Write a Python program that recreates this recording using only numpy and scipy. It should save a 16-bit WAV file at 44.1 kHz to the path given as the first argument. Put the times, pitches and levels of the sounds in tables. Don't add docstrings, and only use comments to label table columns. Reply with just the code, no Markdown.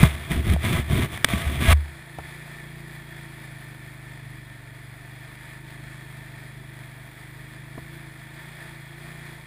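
import sys
import numpy as np
from scipy import signal
from scipy.fft import rfft, irfft
from scipy.io import wavfile
from scipy.ndimage import uniform_filter1d

SR = 44100
rng = np.random.default_rng(int(sys.argv[2]) if len(sys.argv) > 2 else 0)


def file_out(sig):
    cols = np.atleast_2d(sig).T
    lim = np.clip(cols, -1, 1)
    pcm = np.round(lim * 32767).astype(np.int16)
    wavfile.write(sys.argv[1], SR, pcm)


N = 417186
T = np.arange(N) / SR
CRUISE_HZ = 26
MOUNT_HZ, MOUNT_T60_S = 73.24, 0.34


def undb(db):
    return 10 ** (np.asarray(db) / 20)

def unit(x):
    return x / np.sqrt(np.mean(x ** 2))

def walk(rate):
    size = int(SR / rate)
    held = np.repeat(rng.standard_normal(N // size + 1), size)[:N]
    return unit(uniform_filter1d(held, size))

def grains(rate, spread_db):
    sizes = undb(spread_db * np.minimum(rng.exponential(size=N), 4))
    return unit((rng.random(N) < rate / SR) * sizes * rng.standard_normal(N))

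def ring(x, hz, width_hz):
    return signal.lfilter(*signal.iirpeak(hz, hz / width_hz, fs=SR), x)

def fade(s, decay_s):
    return np.pad(np.exp(-T[:SR // 5] / decay_s), (int(s * SR), N))[:N]

def swing(s, hz, t60):
    age = T[:SR // 2]
    envelope = (1 - np.exp(-4 * hz * age)) * np.exp(-np.log(1000) * age / t60)
    return np.pad(envelope * np.sin(2 * np.pi * hz * age), (int(s * SR), N))[:N]

# f/Hz, bandwidth/Hz, gain/dB
CASE_MODES = [(668.6, 100, 8), (1100, 470, 1), (1980, 510, 4.5), (2367, 410, 8.5), (3380, 625, 9),
              (8480, 440, 10), (9890, 980, 15.5), (14150, 2100, 18.6), (15284, 417, 2)]
def through_case(x, spectrum, size=16384):
    f = np.maximum(np.fft.rfftfreq(size, 1 / SR), 1)
    hz, db = np.transpose(spectrum)
    source_db = np.interp(np.log(f), np.log(hz), db)
    case_db = sum(peak / (1 + (2 * (f - centre) / width) ** 2) for centre, width, peak in CASE_MODES)
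    cepstrum = irfft(np.log(undb(source_db + case_db)))
    cepstrum[1:size // 2] *= 2
    cepstrum[size // 2 + 1:] = 0
    return signal.fftconvolve(x, irfft(np.exp(rfft(cepstrum))))[:len(x)]

def creek(splash_db=-57, surge_db=1.6):
    spectrum = [(150, -41), (700, 0.5), (1600, 0.5), (4000, -15.5), (6000, -22), (15000, -24)]
    drops = grains(rate=700, spread_db=0.5) * undb(surge_db * walk(6.5))
    return undb(splash_db) * unit(through_case(drops, spectrum))

# f/Hz, level/dB
RATTLE_SPECTRUM = [(60, -22), (200, -9), (330, 0), (600, -4), (1100, -4), (1900, -25), (4000, -38),
                   (8500, -48), (12000, -33), (15000, -58)]
# t/s, jolt level/dB, clunk f/Hz
STONES = [(2.186, -29, 770), (7.777, -35.5, 260)]
def jolts(rattle_s=0.008, clunk_db=6, t60_cycles=12.0, boom_db=-7):
    rattle = unit(through_case(rng.standard_normal(N), RATTLE_SPECTRUM))
    bumps = np.zeros(N)
    for s, db, hz in STONES:
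        clunk = undb(clunk_db) * swing(s, hz, t60_cycles / hz)
        boom = undb(boom_db) * swing(s, MOUNT_HZ, MOUNT_T60_S)
        bumps += undb(db) * (rattle * fade(s, rattle_s) + clunk + boom)
    return bumps

def gear(cycles, order=12, rough_rad=0.9, gearbox_hz=330, width_hz=44, resonant_db=-59):
    tone = np.sqrt(2) * np.sin(2 * np.pi * order * cycles + rough_rad * walk(40)) * undb(2 * walk(30))
    return undb(resonant_db) * ring(ring(tone, gearbox_hz, width_hz), gearbox_hz, width_hz)

# f/Hz, level/dB
RUSH_SPECTRUM = [(20, -12), (60, -10), (200, -3.5), (450, -9.5), (900, -7.5), (1350, -6.5), (1800, -1.5),
                 (2850, -18), (4300, -14.5), (6000, -27), (7200, -20), (11500, -31), (15200, -40)]
# f/Hz, nominal bandwidth/Hz, relative level/dB
COVER_MODES = [(906, 46, -21), (1762, 72, -13), (3285, 65, -22.5), (3566, 40, -28), (4170, 44, -31),
               (4780, 73, -26.5), (8620, 87, -34), (10130, 95, -18), (13780, 110, -22.5)]
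def machinery(cycles, throb=0.083, tick_db=-7, waver_db=1.0):
    swell = 1 + throb * np.cos(2 * np.pi * 2 * cycles)
    drive = swell * (rng.standard_normal(N) + undb(tick_db) * grains(rate=700, spread_db=2.0))
    rush = unit(through_case(drive, RUSH_SPECTRUM))
    cover = sum(undb(db + 2 * walk(4)) * unit(ring(ring(drive, hz, 2 * width), hz, 2 * width))
                for hz, width, db in COVER_MODES)
    return (rush + cover) * undb(waver_db * walk(12))

# f/Hz, relative level/dB
PIPE_MODES = [(55, -12), (134, -1), (208, -18.5), (315, -17), (365, -25.5)]
# f/Hz, level/dB
FLUTTER_SPECTRUM = [(20, -9), (55, -3), (90, -1.5), (135, -6), (190, -0.5), (250, -4.5), (320, 0.5),
                    (400, -1), (520, -15.5), (1500, -60)]
def exhaust(cycles, hz, open_share=0.825, scatter_db=0.73, vary_db=0.96, flutter_db=-15, quicken=0.7):
    phase = cycles % 1
    flow = np.sin(np.pi * np.minimum(phase / open_share, 1)) ** 0.64
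    age = phase / hz * (hz / CRUISE_HZ) ** quicken
    swings = sum(undb(db + vary_db * walk(18)) * np.sin(2 * np.pi * pipe_hz * age)
                 for pipe_hz, db in PIPE_MODES)
    flutter = unit(through_case(rng.standard_normal(N), FLUTTER_SPECTRUM))
    thuds = unit(flow * swings) * undb(scatter_db * walk(3.015))
    return thuds + undb(flutter_db) * flutter

# t/s, firing f/Hz, exhaust level/dB
THROTTLE = [(2.1, 27.7, -45.5), (2.42, 29.1, -42.3), (3.1, 28.3, -42.5), (3.6, 25.8, -41.9),
            (4.08, 25, -42.5), (4.29, 25.6, -41), (4.58, 23.6, -44.5), (5.15, 25, -44), (5.42, 25.2, -44),
            (5.65, 26.2, -41.8), (6.92, 25, -43.2), (7.65, 25.8, -44), (7.92, 28.3, -41.5),
            (8.17, 26.4, -44), (8.54, 29, -45.3), (8.85, 27.3, -47.3), (9.1, 29.8, -42),
            (9.46, 26.9, -43.3)]
def quad_bike(rush_db=-47.5, rush_db_per_hz=0.6, speed_jitter=0.00498):
    times, rates, levels = np.transpose(THROTTLE)
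    hz = np.interp(T, times, rates)
    exhaust_gain = undb(np.interp(T, times, levels))
    rush_gain = undb(rush_db + rush_db_per_hz * (hz - CRUISE_HZ))
    cycles = np.cumsum(hz * (1 + speed_jitter * walk(12))) / SR
    return exhaust(cycles, hz) * exhaust_gain + machinery(cycles) * rush_gain + gear(cycles)

# t/s, duration/s, relative scrape level/dB, relative judder level/dB, swell/dB
HAND_STROKES = [(0.008, 0.052, -24.7, -19, -1), (0.07, 0.19, -39, -41, -12), (0.315, 0.09, -32.5, -25, -8),
                (0.465, 0.07, -31.3, -20, 3), (0.647, 0.151, -27.7, -21, -2), (0.91, 0.138, -29.7, -20, 4),
                (1.13, 0.03, -34, -34, 0), (1.303, 0.272, -32, -30, -7), (1.615, 0.05, -25.3, -22, 0),
                (1.681, 0.05, -18, -25, 7)]
def hand(attack_s=0.02, release_s=0.015, grip_scrape_db=-45, grip_judder_db=-39):
    scrape, judder = undb(grip_scrape_db) ** 2, undb(grip_judder_db) ** 2
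    for start, length, scrape_db, judder_db, swell_db in HAND_STROKES:
        age = T - start
        moving = np.exp(np.minimum(age, 0) / attack_s - np.maximum(age - length, 0) / release_s)
        swell = swell_db * (np.clip(age / length, 0, 1) - .5)
        scrape = scrape + (moving * undb(scrape_db + swell)) ** 2
        judder = judder + (moving * undb(judder_db)) ** 2
    return np.sqrt(scrape), np.sqrt(judder)

# f/Hz, level/dB
SCRAPE_SPECTRUM = [(150, -16), (450, -3), (900, -2.5), (1350, -2), (1800, -2), (2850, -8.5), (3600, -7),
                   (4500, -15), (6000, -18.5), (7200, -16.5), (11500, -23), (15200, -30.5)]
# f/Hz, level/dB
JUDDER_SPECTRUM = [(20, -13), (45, -11.5), (62, 2.5), (76, 4.5), (95, 2.5), (140, -1), (190, -7.5),
                   (235, -5.5), (280, -13.5), (380, -11), (500, -29), (1200, -57.5)]
# f/Hz, relative level/dB
SHELL_MODES = [(678, 5), (1012, 2), (1147, 8), (1257, 4), (1523, -0.5), (1658, 6), (1850, -2), (2013, 9),
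               (2120, 3), (2697, -3), (2830, -6)]
def rubbing(let_go_s=1.730, let_go_fade_s=0.004, creak_db=-2.3, width_hz=32, bite=0.46, gain_db=-2):
    pressure, judder = hand()
    touching = np.exp(-np.maximum(T - let_go_s, 0) / let_go_fade_s)
    slips = grains(rate=6000, spread_db=-1.0) * undb(walk(220))
    rings = unit(sum(undb(db) * ring(ring(slips, hz, width_hz), hz, hz / 2) for hz, db in SHELL_MODES))
    creak = undb(creak_db) * (pressure / pressure.max()) ** bite
    hiss = unit(through_case(slips, SCRAPE_SPECTRUM))
    scrape = (hiss + creak * rings) / np.hypot(1, creak)
    shake = through_case(grains(rate=900, spread_db=1.5), JUDDER_SPECTRUM)
    shake /= np.sqrt(uniform_filter1d(shake ** 2, size=1500) + 1e-12)
    return undb(gain_db) * touching * (scrape * pressure + shake * judder)

# t/s, slip f/Hz, duration/s, level/dB
CLAMP_SLIP = (1.2452, 1740, 0.0027, -6)
# f/Hz, level/dB
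SNAP_SPECTRUM = [(100, -2.5), (600, 4), (1150, 5), (1800, -2.5), (2700, -2.5), (3500, -8), (5200, -7.5),
                 (7000, -10.5), (8700, -13), (11500, -25), (15000, -31)]
def snap(jitter=.05):
    start, slip_hz, length, db = CLAMP_SLIP
    slips = np.arange(start, start + length, 1 / slip_hz)
    slips = slips + jitter / slip_hz * np.interp(slips, T, rng.standard_normal(N))
    pulses = np.zeros(N)
    pulses[(SR * slips).astype(int)] = 1
    return undb(db) * unit(through_case(pulses, SNAP_SPECTRUM)) * np.sqrt(length * SR / N)

# t/s, thud level/dB, thud f/Hz, crack level/dB
BLOWS = [(0.0302, 5, 135, -12.5), (0.0352, -2, 145, -18), (.036, -8.5, 1030, -30), (.063, -18, 157, -24),
         (.310, -13, 170, -33), (0.497, -20, 160, -28), (.536, -11, 158, -23), (.563, -16.5, 660, -38),
         (.730, -19, 168, -22), (.930, -11, 134, -28), (.988, -13, 230, -35), (1.175, -38, 200, -27),
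         (1.2475, -19, 250, -24), (1.287, -43, 230, -20), (1.335, -10, 202, -25), (1.726, -24, 686, -14.5)]
# f/Hz, level/dB
CRACK_SPECTRUM = [(150, -2), (600, -4.5), (1150, -3), (1900, 1.5), (2700, -8.5), (3400, -8.5), (4500, -15),
                  (6000, -21), (8500, -18), (11500, -22), (15000, -28)]
# t/s, level/dB
MOUNT_SHOVES = [(0.041, -16), (0.14, -26), (.366, -15), (0.492, -8.5), (.537, -13.5), (.795, -20.5),
                (0.899, -21), (1.340, -18), (1.465, -16), (1.575, -22), (1.6803, -4.5), (1.7161, -3)]
def knocks(t60_cycles=10.5, crack_s=0.0028):
    thuds = sum(undb(db) * swing(s, hz, t60_cycles / hz) for s, db, hz, _ in BLOWS)
    crack_envelope = sum(undb(db) * fade(s, crack_s) for s, _, _, db in BLOWS)
    shell_noise = unit(through_case(rng.standard_normal(N), CRACK_SPECTRUM))
    boom = sum(undb(db) * swing(s, MOUNT_HZ, MOUNT_T60_S) for s, db in MOUNT_SHOVES)
    return thuds + crack_envelope * shell_noise + boom

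def scene():
    return (quad_bike() + creek() + jolts() + rubbing() + knocks() + snap())[None]

def record(dry):
    low_pass = signal.ellip(10, .2, 80, 15400, fs=SR, output="sos")
    return signal.sosfilt(low_pass, np.clip(dry, -1, 1))


dry = scene()
out = record(dry)
file_out(out)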